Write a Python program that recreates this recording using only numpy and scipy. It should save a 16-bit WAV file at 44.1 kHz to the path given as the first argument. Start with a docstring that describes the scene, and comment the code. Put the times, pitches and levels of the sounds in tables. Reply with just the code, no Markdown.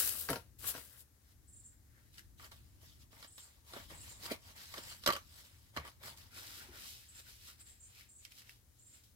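"""Aluminium foil is crimped over a pan in a back yard: its creases buckle in countless tiny snaps,
and bumps against the table excite the pan's damped modes. The cook steps aside and rummages in a
hollow container, whose walls resonate under friction and impact, then walks back over dry grass
with swishing clothes and a few sharp ticks. A small bird twitters high up in short frequency
sweeps, and distant machinery hums under a faint hiss."""
import sys
import numpy as np
from scipy import signal
from scipy.fft import rfft, irfft, next_fast_len
from scipy.io import wavfile
from scipy.ndimage import uniform_filter1d, map_coordinates

SR = 44100
rng = np.random.default_rng(int(sys.argv[2]) if len(sys.argv) > 2 else 0)


def digitize_waveform(pressure):
    """Quantize a signal to 16-bit integers and store it at the path in sys.argv[1].

    Rows of a 2-D input are taken as channels; values are limited to [-1, 1].
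    """
    field = np.atleast_2d(pressure).T
    bounded = np.clip(field, -1, 1)
    quanta = np.round(bounded * 32767).astype(np.int16)
    wavfile.write(sys.argv[1], SR, quanta)


N = 403515


def amp(db):
    """Amplitude ratio of a level in decibels."""
    return 10 ** (np.asarray(db) / 20)


def unit(x):
    """Normalisation to rms 1."""
    return x / np.sqrt(np.mean(x ** 2) + 1e-20)


def along(points, hz):
    """Interpolation of (frequency [Hz], value) points on a logarithmic axis."""
    f, v = np.transpose(points)
    return np.interp(np.log(hz + 1), np.log(np.sort(f) + 1), v)


def curves(rows):
    """Piecewise linear envelopes, one for each column after the time."""
    s, *cols = np.transpose(rows)
    return [np.interp(np.arange(N) / SR, s, c) for c in cols]


def during(t0, t1):
    """Time window: 1 from t0 to t1, with 20 ms fades outside."""
    t = np.arange(N) / SR
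    return np.clip(np.minimum(t - t0, t1 - t) / .02 + 1, 0, 1)


def wobble(rate):
    """Smooth random modulation with rate knots a second."""
    knots = rng.standard_normal(int(N * rate / SR) + 4)
    return map_coordinates(knots, [np.arange(N) * rate / SR])


def filtered(x, response):
    """Linear filtering: the spectrum is multiplied by a complex frequency response."""
    n = x.shape[-1]
    m = next_fast_len(n + 4096)
    return irfft(rfft(x, m) * response(np.fft.rfftfreq(m, 1 / SR)), m)[..., :n]


def coloured(x, spectrum):
    """Spectral shaping, at rms 1."""
    return unit(filtered(x, lambda hz: amp(along(spectrum, hz))))


def patchy(x, depth_db):
    """Random spectral modulation: the colour shifts as the contact moves."""
    z = signal.stft(x, nperseg=512)[2]
    field = uniform_filter1d(rng.standard_normal(z.shape[1:]), size=7, axis=0)
    field = uniform_filter1d(field, size=7, axis=1)
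    return signal.istft(z * amp(depth_db * unit(field)), nperseg=512)[1][:, :x.shape[1]]


def add(track, s, sound):
    """Superposition of a sound on a track from time s."""
    part = track[:, max(0, round(s * SR)):][:, :sound.shape[-1]]
    part += sound[..., :part.shape[-1]]


def placed(pair, correlation, balance, lead_ms):
    """Stereo cues: two unrelated signals gain correlation, a level difference and a left lead."""
    def mixing(hz):
        angle = np.arccos(np.clip(along(correlation, hz), -1, 1)) / 2
        return np.array([np.cos(angle), np.sin(angle)])

    def direction(hz):
        half = np.array([[.5], [-.5]])
        return amp(half * along(balance, hz)) * np.exp(2j * np.pi * hz * half * lead_ms / 1000)

    common, apart = filtered(pair, mixing)
    return filtered(np.array([common + apart, common - apart]), direction)


def echo(x, t60):
    """Diffuse reflection: convolution with noise in which each frequency decays at its own rate."""
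    hz, t, z = signal.stft(rng.standard_normal((2, SR // 2)), SR, nperseg=256)
    tail = signal.istft(z * amp(-60 * t / along(t60, hz)[:, None]), SR, nperseg=256)[1]
    return signal.fftconvolve(x, tail / np.linalg.norm(tail[0]), axes=1)[:, :N]


def crackle(rate, spread_db, decay_s, bed):
    """Shot noise: decaying snaps of uneven size at random times, over a bed of weaker ones."""
    onsets = rng.random(N) < rate / SR
    sizes = amp(spread_db * np.minimum(rng.standard_normal(N), 2.5))
    power = signal.lfilter([1], [1, -np.exp(-2 / (decay_s * SR))], onsets * sizes ** 2)
    power /= np.abs(uniform_filter1d(power, size=2600)) + 1e-9  # holds the mean power steady
    return np.sqrt(power + bed) * rng.standard_normal((2, N))


def burst(spectrum, t60, tail_db, tail_t60, ripple_db=4):
    """Two-stage decay: a sharp crack and its weaker after-rattle, with a new colour each time."""
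    t = np.arange(SR // 4) / SR
    ripple = np.c_[np.geomspace(300, 16000, 30), ripple_db * rng.standard_normal(30)]
    noise = filtered(rng.standard_normal((2, len(t))), lambda hz: amp(along(ripple, hz)))
    return coloured(noise, spectrum) * (amp(-60 * t / t60) + amp(tail_db - 60 * t / tail_t60))


def ping(hz, t60):
    """Damped oscillator: a small stiff piece rings at its natural frequency."""
    t = np.arange(SR // 10) / SR
    return np.outer([1, 0], np.sin(2 * np.pi * hz * t) * amp(-60 * t / t60))


def struck(modes, ring_db, thud_db, damping_db_per_s, split_hz):
    """Modal vibration of a struck thin shell: the low modes thud and the high modes ring."""
    t = np.arange(SR // 4) / SR
    hz, db, t60 = np.transpose(modes)[:, :, None]
    pitch = hz * (1 + .015 * rng.standard_normal(hz.shape))  # the flexing shell detunes
    size = amp(db + 2.7 * rng.standard_normal(hz.shape))
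    decay = amp(-60 * t / t60 - damping_db_per_s * t)
    waves = size * np.sin(2 * np.pi * (pitch * t + rng.random(hz.shape))) * decay
    shell = 0
    for group, level_db in (hz[:, 0] < split_hz, thud_db), (hz[:, 0] >= split_hz, ring_db):
        part = waves[group].sum(0)
        strength = np.linalg.norm(part) / np.sqrt(SR // 50)  # rms of its energy spread over 20 ms
        shell = shell + amp(level_db) * part / (strength + 1e-12)
    return np.outer([1, 0], shell * (1 - np.exp(-t / 0.00063)))


# Spectra of the hiss and the rumble (frequency [Hz], level [dB])
HISS_SPECTRUM = [(120, -26.5), (200, -5.5), (401, -11.5), (440, -11.5), (821, -17), (1350, -17),
                 (1770, -15.5), (2610, -22), (7010, -16.5), (7830, -18.5), (12400, -18), (16000, -21)]
RUMBLE_SPECTRUM = [(15, -44), (25, -26), (38, -6.5), (54, -2), (76, -0.5), (105, -3), (135, -12.5),
                   (200, -18.5), (320, -20), (500, -44), (900, -95)]
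# Envelope of the rumble (time [s], level [dB])
RUMBLE_ENVELOPE = [(0.0, -63), (0.64, -63), (1.02, -70), (1.25, -72), (1.42, -65.5), (1.81, -67.5),
                   (2.42, -63.5), (3.06, -64), (3.39, -72), (3.67, -68.5), (3.95, -59.5), (4.18, -61),
                   (4.43, -67.5), (5.02, -62), (5.43, -68), (5.94, -65.5), (6.75, -65), (6.88, -67.5),
                   (7.77, -69), (8.13, -73), (8.51, -70), (9.15, -71)]
# Machine tones (frequency [Hz], level [dB])
HUM_TONES = [(74, -75), (120, -79)]
# Left-right likeness of distant sound (frequency [Hz], correlation [-])
FAR_CORRELATION = [(40, 0.57), (120, 0.83), (400, 0.45), (1500, 0.089), (8000, 0.054)]
# Balance of distant sound (frequency [Hz], left over right [dB])
YARD_BALANCE = [(40, 2.8), (150, 3), (1500, 2), (7000, 3.6), (13000, 10)]
def yard(hiss_db=-72.5):
    """Ambient noise: broadband rumble and hiss, with machine tones modulated in level and phase."""
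    t = np.arange(N) / SR
    rumble_db, = curves(RUMBLE_ENVELOPE)
    swell = amp(rumble_db + 1.5 + 0.55 * wobble(7.9))
    rumble = swell * coloured(rng.standard_normal((2, N)), RUMBLE_SPECTRUM)
    hiss = amp(hiss_db) * coloured(rng.standard_normal((2, N)), HISS_SPECTRUM)
    hum = 0
    for hz, db in HUM_TONES:
        hum += amp(db + 1.6 * wobble(2.5)) * unit(np.sin(2 * np.pi * hz * t + 0.98 * wobble(2.2)))
    return placed(rumble + hiss, FAR_CORRELATION, YARD_BALANCE, lead_ms=0) + hum


# Bird notes (time [s], level [dB], nominal pitch of the lower voice [Hz])
BIRD_NOTES = [(1.4776, -56, 8070), (1.4875, -55, 7640), (1.528, -50, 7670), (1.5618, -49.5, 7480),
              (1.5944, -53, 7480), (1.6392, -51, 7480), (1.6524, -49, 7360), (1.6674, -58, 7200),
              (3.2745, -50.5, 7800), (3.3174, -51, 7870), (3.3556, -49.5, 7700), (3.3934, -48, 7560),
              (3.4276, -49.5, 7330), (3.9424, -50, 7740), (3.9729, -49, 7560), (4.005, -46, 7550),
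              (4.0294, -52, 7190), (4.0875, -45.5, 7220), (4.1114, -47.5, 7440), (4.1555, -53, 7000),
              (4.8244, -48, 7420), (4.8874, -47.5, 7520), (4.9044, -63, 7530), (7.0842, -48, 7520),
              (7.1477, -47.5, 7420), (7.1744, -51, 7420), (7.5977, -47, 7730), (7.659, -50.5, 7520),
              (7.6887, -49.5, 7450), (7.7997, -49.5, 7410), (7.8268, -45.5, 7100), (7.8488, -51, 7220),
              (8.088, -50.5, 7450), (8.1114, -53, 7430), (8.1529, -48.5, 7600), (8.1833, -49.5, 7140),
              (8.7864, -54, 7200), (8.8194, -54, 7300), (8.8607, -50.5, 7470), (8.8944, -55.5, 7250),
              (8.9293, -50.5, 7340)]
def bird(note_s=.018, upper_ratio=1.17, upper_db=-4, waver=.025):
    """Frequency modulation: each note arches up and down on two voices and scatters through leaves."""
    song = np.zeros((2, N))
    u = np.linspace(-1, 1, int(note_s * SR))  # position within the note
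    arch = 1.015 - .22 * u ** 4
    for s, db, hz in BIRD_NOTES:
        for ratio, voice_db, delay_s in (1, 0, 0), (upper_ratio, upper_db, .005):
            flutter = np.interp(u, np.linspace(-1, 1, 12), rng.standard_normal(12))
            pitch = hz * ratio * (arch + waver * ratio ** 3 * flutter)
            note = (1 - u * u) ** .7 * np.sin(2 * np.pi * np.cumsum(pitch) / SR)
            add(song, s - .003 + delay_s, amp(db + voice_db - 5) * note)
    direct_db, = curves([(4, -3), (7, -8)])  # the direct sound weakens from 4 s to 7 s
    return amp(direct_db) * song + echo(song, t60=[(8000, .3)])


# Soft impacts (time [s], level [dB], centre frequency [Hz])
SOFT_IMPACTS = [(.3, -43.5, 574), (0.306, -48, 116), (5.768, -51, 126), (5.783, -49.5, 84.5),
                (6.049, -57, 105), (6.685, -60, 320)]
def thuds():
    """Heavily damped impact: weight landing on table or lawn gives a brief, low band of noise."""
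    sound, t = np.zeros((2, N)), np.arange(SR // 4) / SR
    envelope = (1 - np.exp(-t / 0.0055)) * amp(-60 * t / .24)
    for s, db, centre_hz in SOFT_IMPACTS:
        band = lambda hz: 1 / (1 + ((hz - centre_hz) / (.3 * centre_hz)) ** 4)
        body = filtered(rng.standard_normal(len(t)), band)
        add(sound, s, amp(db - 10) * unit(body * envelope))
    return sound


# Envelopes of the walk, in phrases (time [s], grass level [dB], cloth level [dB])
WALK_ENVELOPES = [
    [(1.12, -99, -99), (1.322, -74.5, -75), (1.36, -100, -95), (1.632, -83, -97), (1.638, -84, -90),
     (1.72, -98, -99), (1.73, -84, -75), (1.778, -103, -99), (1.978, -82, -72.5), (2.112, -83, -89),
     (2.124, -79, -98), (2.142, -68, -75), (2.17, -69, -75), (2.186, -61.5, -65), (2.216, -75, -77),
     (2.302, -91, -97), (2.34, -96, -94)],
    [(6.3, -73, -70), (6.38, -54.5, -56.5), (6.41, -58.5, -61.5), (6.59, -57, -61.5), (6.71, -70, -65),
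     (6.76, -60, -59), (6.89, -55, -68), (7.11, -72.5, -76), (7.2, -59.5, -61.5), (7.23, -72.5, -78),
     (7.29, -61.5, -66), (7.39, -68.5, -77.5), (7.49, -58, -62.5), (7.57, -77.5, -81.5), (7.61, -64.5, -67),
     (7.64, -81, -79), (7.68, -66, -69.5), (7.81, -83, -82), (8.0, -64, -66), (8.16, -92.5, -94),
     (8.24, -68, -76), (8.25, -68.5, -70), (8.29, -78, -83), (8.32, -66.5, -70), (8.34, -71, -76),
     (8.39, -60, -67), (8.44, -73, -73), (8.51, -67, -69.5), (8.65, -90, -99), (8.68, -89, -90)],
    [(8.8, -78, -96), (8.806, -79, -89.5), (8.834, -84.5, -99), (8.96, -70, -71.5), (9.032, -80, -83),
     (9.036, -70.5, -87), (9.14, -86, -97)],
]
# Tension of the clothing (time [s], taut share [0-1])
TAUT_SHARE = [(2.3, 0), (6.4, 0.18), (6.9, 0.6), (7.5, 0.5), (7.9, 0.9)]
# Spectra of grass, slack cloth, taut cloth and a deep swish (frequency [Hz], level [dB])
GRASS_SPECTRUM = [(1650, -20), (2800, -5.5), (3380, -2.5), (5360, -4), (6480, -8), (12100, -8),
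                  (15100, -8.5), (16000, -21)]
SLACK_SPECTRUM = [(500, -35.5), (1100, -12), (1500, 0.5), (1850, 0), (2400, -7), (3600, -20), (6000, -41)]
TAUT_SPECTRUM = [(800, -35), (1500, -10), (2000, -2), (2450, 0), (2900, -6.5), (3700, -12), (6000, -41)]
SWISH_SPECTRUM = [(110, -30), (180, -7), (306, -6.5), (346, -7), (463, -6.5), (593, -8.5), (1400, -1.5),
                  (1820, -21), (3080, -120)]
# Left-right likeness of the steps (frequency [Hz], correlation [-])
STEP_CORRELATION = [(200, 0.8), (800, 0.77), (2500, 0.17), (5500, 0.38), (13000, 0.11)]
# Balance of the steps (frequency [Hz], left over right [dB])
STEP_BALANCE = [(800, 2.5), (2500, 3.5), (6000, -2.5), (13000, 4)]
def walking():
    """Friction noise: feet brush dry grass; cloth swishes, higher when taut and deeper when brisk."""
    grass_db, cloth_db = curves(np.vstack(WALK_ENVELOPES))
    taut, = curves(TAUT_SHARE)
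    fibres = lambda spectrum: coloured(patchy(rng.standard_normal((2, N)), depth_db=3), spectrum)
    blades = crackle(rate=900, spread_db=2.5, decay_s=.001, bed=1.5)
    grass = amp(grass_db + 4.5) * coloured(blades, GRASS_SPECTRUM)
    weave = np.sqrt(1 - taut) * fibres(SLACK_SPECTRUM) + np.sqrt(taut) * fibres(TAUT_SPECTRUM)
    cloth = amp(cloth_db) * weave
    swish = amp(cloth_db - 2.5 + 0.39 * np.minimum(cloth_db + 58, 0)) * fibres(SWISH_SPECTRUM)
    sound = (during(1.0, 2.34) + during(6.31, 9.2)) * (grass + cloth + swish)
    return placed(sound, STEP_CORRELATION, STEP_BALANCE, lead_ms=-.25)


# Dry snaps (time [s], level [dB], pitch [Hz])
DRY_SNAPS = [(2.1814, -41.5, 1790), (2.1934, -44, 1770), (8.0094, -46.5, 2250), (8.2511, -36.5, 3120),
             (8.3205, -46.5, 3160), (8.4194, -48, 2620), (8.4941, -41, 2720)]
# Spectrum of a snap (frequency [Hz], level [dB])
SNAP_SPECTRUM = [(600, -40), (1200, -20), (1750, -0.5), (2400, -3), (3100, -2), (3500, -11), (4700, -5.5),
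                 (8000, -13), (12000, -10.5), (16000, -20.5)]
# Left-right likeness of ticks, container and foil (frequency [Hz], correlation before clipping [-])
NEAR_CORRELATION = [(100, 1.1), (800, 0.56), (2500, 0.26), (5500, 0), (8000, -0.1), (15000, -0.7)]
# Balance of ticks and rummaging (frequency [Hz], left over right [dB])
NEAR_BALANCE = [(150, -3), (800, 1.5), (2500, 1.5), (8000, -1), (13000, 4)]
def ticks():
    """Impulsive excitation: dry snaps, like twigs underfoot, each ringing at its own pitch."""
    sound = np.zeros((2, N))
    for s, db, twig_hz in DRY_SNAPS:
        snap = burst(SNAP_SPECTRUM, t60=0.0099, tail_db=-12.5, tail_t60=.08, ripple_db=3)
        add(sound, s, amp(db - 5.5) * snap)
        add(sound, s, amp(db - 7) * ping(twig_hz, t60=0.025))
    return placed(sound, NEAR_CORRELATION, NEAR_BALANCE, lead_ms=-.37)


# Resonances of the container (frequency [Hz], bandwidth [Hz], gain [dB])
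CONTAINER_RESONANCES = [(320, 70, -11), (570, 130, -4), (919, 110, 1), (1145, 108, -2), (1900, 200, -11),
                        (3270, 370, -7)]
def container_response(hz):
    """Resonance: the hollow container acts as parallel band-pass resonators of alternating sign."""
    return sum((-1) ** k * amp(db) * 1j * hz * width / (centre ** 2 - hz ** 2 + 1j * hz * width)
               for k, (centre, width, db) in enumerate(CONTAINER_RESONANCES))


# Envelopes of the rummaging, in phrases (time [s], rustle level [dB], scrape level [dB])
RUMMAGE_ENVELOPES = [
    [(2.36, -98, -87), (2.384, -72, -93), (2.398, -67.5, -63.5), (2.46, -62.5, -63.5), (2.51, -82, -83),
     (2.516, -64.5, -63), (2.608, -76.5, -87), (2.79, -84, -82), (2.83, -67.5, -72), (2.984, -76, -92),
     (3.026, -67.5, -74), (3.086, -98, -93), (3.12, -72, -72), (3.244, -64, -65.5), (3.3, -77.5, -86),
     (3.37, -77, -86), (3.384, -61, -72), (3.404, -65.5, -74), (3.584, -80.5, -76), (3.62, -80, -98)],
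    [(3.62, -95, -82), (3.674, -66.5, -73), (3.772, -58.5, -54), (3.882, -69.5, -76.5), (3.906, -61, -58.5),
     (3.988, -66.5, -68.5), (4.082, -61.5, -65), (4.184, -69.5, -69.5), (4.256, -52, -57),
     (4.29, -62.5, -55.5), (4.322, -48, -47), (4.384, -78.5, -76), (4.498, -61.5, -64), (4.546, -72.5, -72),
     (4.566, -60.5, -65), (4.632, -59.5, -65.5), (4.68, -63.5, -74.5), (4.786, -57, -55),
     (4.816, -61.5, -64), (4.922, -57.5, -63), (5.014, -71.5, -81), (5.03, -63, -74.5)],
    [(5.19, -68, -82), (5.236, -74, -87), (5.286, -70.5, -80), (5.396, -61.5, -67.5), (5.438, -70, -76),
     (5.452, -65.5, -69), (5.504, -72, -76), (5.706, -76, -80), (5.718, -82, -95), (5.738, -79, -71),
     (5.75, -68, -66.5)],
    [(5.8, -67.5, -53.5), (5.83, -76, -60.5), (5.876, -61.5, -56), (5.926, -74.5, -80), (5.988, -85.5, -80),
     (6.036, -58.5, -60), (6.082, -54.5, -56.5), (6.162, -73.5, -72.5), (6.174, -59.5, -71),
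     (6.3, -76, -71)],
]
# Spectra of rustling and scraping (frequency [Hz], level [dB])
RUSTLE_SPECTRUM = [(700, -33.5), (1200, -8.5), (1600, -7.5), (2200, -6), (2700, -4.5), (3300, -2),
                   (4800, -2.5), (6300, -7), (8000, -7), (12300, -8.5), (15200, -7.5), (16000, -15)]
SCRAPE_SPECTRUM = [(88, -31.5), (150, -2.5), (291, -6), (597, -7), (670, -1.5), (779, -9.5), (906, -6),
                   (1070, -7.5), (1220, -4), (2400, -5), (3120, -41), (5280, -120)]
def rummaging():
    """Forced vibration: dry contents rustle and scrape, driving the container's resonances."""
    rustle_db, scrape_db = curves(np.vstack(RUMMAGE_ENVELOPES))
    grains = crackle(rate=1200, spread_db=3, decay_s=.001, bed=1.2)
    rustle = amp(rustle_db + 5.5) * coloured(patchy(grains, depth_db=2.45), RUSTLE_SPECTRUM)
    rubbing = lambda: patchy(crackle(rate=400, spread_db=3, decay_s=0.0034, bed=.6), depth_db=2.5)
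    hollow = amp(scrape_db - 2) * unit(filtered(rubbing(), container_response))
    # a firm push moves the whole load and sounds fuller than a light touch
    push_db = scrape_db + 1.5 + .6 * np.minimum(scrape_db + 61.5, 0)
    push = amp(push_db) * coloured(rubbing(), SCRAPE_SPECTRUM)
    sound = during(2.37, 6.29) * (rustle + hollow + push)
    return placed(sound, NEAR_CORRELATION, NEAR_BALANCE, lead_ms=-.21)


# Collisions (time [s], crack level [dB], ring level [dB], thud level [dB], pitch of the piece [Hz])
COLLISIONS = [(2.3954, -52, -56, -80, 1850), (2.4442, -43, -65, -66, 4710),
              (2.5176, -43.5, -60.5, -66, 2200), (2.83, -64, -77, -64, 4820),
              (3.1292, -61, -61.5, -61, 3300), (3.2265, -40.5, -56, -77, 4330),
              (3.246, -43, -57.5, -64, 4670), (3.3802, -42, -58.5, -80, 3840),
              (3.7355, -38.5, -52, -52.5, 3650), (3.7654, -50, -52, -46.5, 4960),
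              (3.9144, -54, -71, -50, 1800), (4.2561, -32, -52, -55, 3040), (4.2622, -32.5, -63, -57, 4840),
              (4.3124, -39, -62, -36, 4540), (4.3172, -35, -62, -38.5, 4660), (4.74, -35, -50, -62, 2220),
              (4.7732, -40, -50.5, -53, 1710), (4.7795, -31.5, -58.5, -47, 3710),
              (5.0374, -35, -63, -67.5, 3110), (5.0619, -16, -34.5, -42, 3860),
              (5.0744, -15, -30.5, -30, 1600), (5.0885, -28.5, -27.5, -33, 1850),
              (5.1032, -23.5, -32, -47.5, 1800), (5.1241, -25, -51.5, -61, 3210),
              (5.1331, -25, -47, -45, 2970), (5.1526, -31.5, -47.5, -48, 4740),
              (5.1639, -31, -43, -51, 2940), (5.7643, -33, -37.5, -69, 1650),
              (5.7717, -28.5, -36.5, -48.5, 2030), (5.8497, -43, -50.5, -71, 1800),
              (5.877, -43.5, -55, -75, 2400), (6.0357, -43, -53, -76, 1740)]
# Modes of the container's walls (frequency [Hz], level [dB], t60 before added damping [s])
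CONTAINER_MODES = [(234.6, -14, 0.1), (280, -12, .15), (341, -10, 0.2), (446, -11, 0.21), (554, -7.5, .2),
                   (630, -7.5, 0.18), (995, -10, .15), (1060, -12.5, 0.13), (1150, -1.5, .15),
                   (1142, -5.5, .15), (1200, -5.5, .15), (1300, -5.5, .15), (1513, -10, 0.22),
                   (1810, -11, 0.14)]
# Spectrum of a hard contact (frequency [Hz], level [dB])
CRACK_SPECTRUM = [(710, -32), (1200, -6), (1440, -15), (1850, -10.5), (2450, -16), (3050, -2.5),
                  (3830, -10), (4170, -5), (6440, -15.5), (7170, -17.5), (13300, -17), (16000, -28)]
# Balance of the collisions (frequency [Hz], left over right [dB])
CLATTER_BALANCE = [(150, -3.5), (900, -3), (2500, -1), (8000, 0), (13000, 1)]
def clatter():
    """Impact excitation: hard pieces collide, rattle on and ring the container's walls."""
    sound, t = np.zeros((2, N)), np.arange(SR // 4) / SR
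    graze = 1 - np.exp(-t / 0.0014)  # the pieces rub just before they catch
    for s, db, ring_db, thud_db, piece_hz in COLLISIONS:
        rub = graze * burst(CRACK_SPECTRUM, t60=0.025, tail_db=-7, tail_t60=0.1)
        click = burst(CRACK_SPECTRUM, t60=0.0036, tail_db=-21, tail_t60=.02)
        rattle = burst(SCRAPE_SPECTRUM, t60=.04, tail_db=-9, tail_t60=0.086)
        walls = struck(CONTAINER_MODES, ring_db - 4, thud_db - 5, damping_db_per_s=650, split_hz=750)
        add(sound, s - .001, amp(db - 10.5) * rub)
        add(sound, s + .001, amp(db - 8) * click)
        add(sound, s, amp(db - 6.5) * ping(piece_hz, t60=0.018))
        add(sound, s, amp(ring_db - 2.5) * rattle + walls)
    return placed(sound, NEAR_CORRELATION, CLATTER_BALANCE, lead_ms=-.19)


# Envelopes of the crimping, in phrases (time [s], crease level [dB], sheet level [dB])
CRIMP_ENVELOPES = [
    [(0.0, -30.5, -41), (0.04, -38, -49), (0.078, -34.5, -49.5), (0.148, -46, -54.5), (0.218, -42, -57.5),
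     (0.28, -54, -63), (0.285, -47.5, -56)],
    [(0.38, -65.5, -66), (0.498, -88, -82), (0.572, -117, -96), (0.59, -54.5, -71), (0.64, -53, -54.5),
     (0.678, -36, -49.5), (0.718, -44.5, -50.5), (0.734, -56.5, -56.5), (0.758, -54, -50.5),
     (0.87, -60.5, -71), (0.972, -64.5, -68), (1.006, -56, -72), (1.082, -94.5, -91), (1.12, -92, -96)],
]
# Spectra of tiny creases and of the whole flexing sheet (frequency [Hz], level [dB])
CREASE_SPECTRUM = [(1470, -41), (2500, -15), (3980, -10), (6650, -11), (7420, -6.5), (8270, -7), (9080, -4),
                   (12800, -3.5), (16000, -9.5)]
SHEET_SPECTRUM = [(71, -54), (120, -6.5), (416, -0.5), (482, 0), (815, -4.5), (1520, 1), (1650, 3),
                  (2100, -2), (3990, -2.5), (6000, -5), (7800, -33.5), (13200, -120)]
# The pan meets the table (time [s], crackle level [dB], ring level [dB], thud level [dB])
PAN_BUMPS = [(0.2882, -41, -35.5, -46), (0.2955, -34.5, -40.5, -37.5), (0.3019, -25, -38.5, -36),
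             (0.3102, -38, -43.5, -35), (0.33, -35, -37, -38), (0.358, -38, -40, -43.5),
             (0.6417, -39, -48, -63), (0.7497, -45.5, -50, -50), (0.7789, -37, -53.5, -53.5)]
# Modes of the pan (frequency [Hz], level [dB], t60 before added damping [s])
PAN_MODES = [(133, -5.5, 0.48), (212, -13.5, 0.24), (272, -7.5, 0.41), (390, -14, .15), (478, -4.5, 0.16),
             (647, -6, 0.18), (753, -13, .2), (940, -9.5, 0.18), (1095, -11, 0.12), (1293, -7.5, 0.098),
             (1377, -7, 0.1), (1574, -15, .2)]
# Balance of foil and pan (frequency [Hz], left over right [dB])
FOIL_BALANCE = [(150, -0.5), (800, 3.5), (2500, 4.5), (5500, 1.5), (8000, 5.5), (13000, 9)]
def foil():
    """Buckling: creases snap as the sheet flexes; bumps on the table shake the foil and ring the pan."""
    crease_db, sheet_db = curves(np.vstack(CRIMP_ENVELOPES))
    snapping = patchy(crackle(rate=2400, spread_db=4.2, decay_s=.001, bed=.3), depth_db=1.5)
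    flexing = patchy(crackle(rate=900, spread_db=3, decay_s=0.0025, bed=0.45), depth_db=2)
    creases = amp(crease_db + 1.5) * coloured(snapping, CREASE_SPECTRUM)
    sheet = amp(sheet_db) * coloured(flexing, SHEET_SPECTRUM)
    sound = during(0, 1.11) * (creases + sheet)
    for s, db, ring_db, thud_db in PAN_BUMPS:
        crinkle = amp(db - 12) * burst(CREASE_SPECTRUM, t60=.02, tail_db=-2.5, tail_t60=0.16)
        shake = amp(ring_db - 2) * burst(SHEET_SPECTRUM, t60=0.027, tail_db=-10, tail_t60=0.19)
        pan = struck(PAN_MODES, ring_db - 6, thud_db - 3.5, damping_db_per_s=460, split_hz=700)
        add(sound, s, crinkle + shake + pan)
    return placed(sound, NEAR_CORRELATION, FOIL_BALANCE, lead_ms=0.1)


# Decay of the reflections from the house wall (frequency [Hz], t60 [s])
WALL_DECAY = [(150, 0.23), (1000, 0.22), (4000, 0.14), (14000, 0.13)]
def scene():
    """Superposition: near sounds, their weak reflection from the house wall, and the background."""
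    near = foil() + rummaging() + clatter() + walking() + ticks()
    wall_gain = lambda hz: amp(along([(300, -21.5), (1200, -11), (4000, -9)], hz))
    reflection = filtered(echo(near, WALL_DECAY), wall_gain)
    return near + reflection + thuds() + bird() + yard()


def record(dry):
    """Band limiting: an ideal low-pass filter removes everything above 15.9 kHz."""
    return filtered(dry, lambda hz: hz < 15900)


dry = scene()
out = record(dry)
digitize_waveform(out)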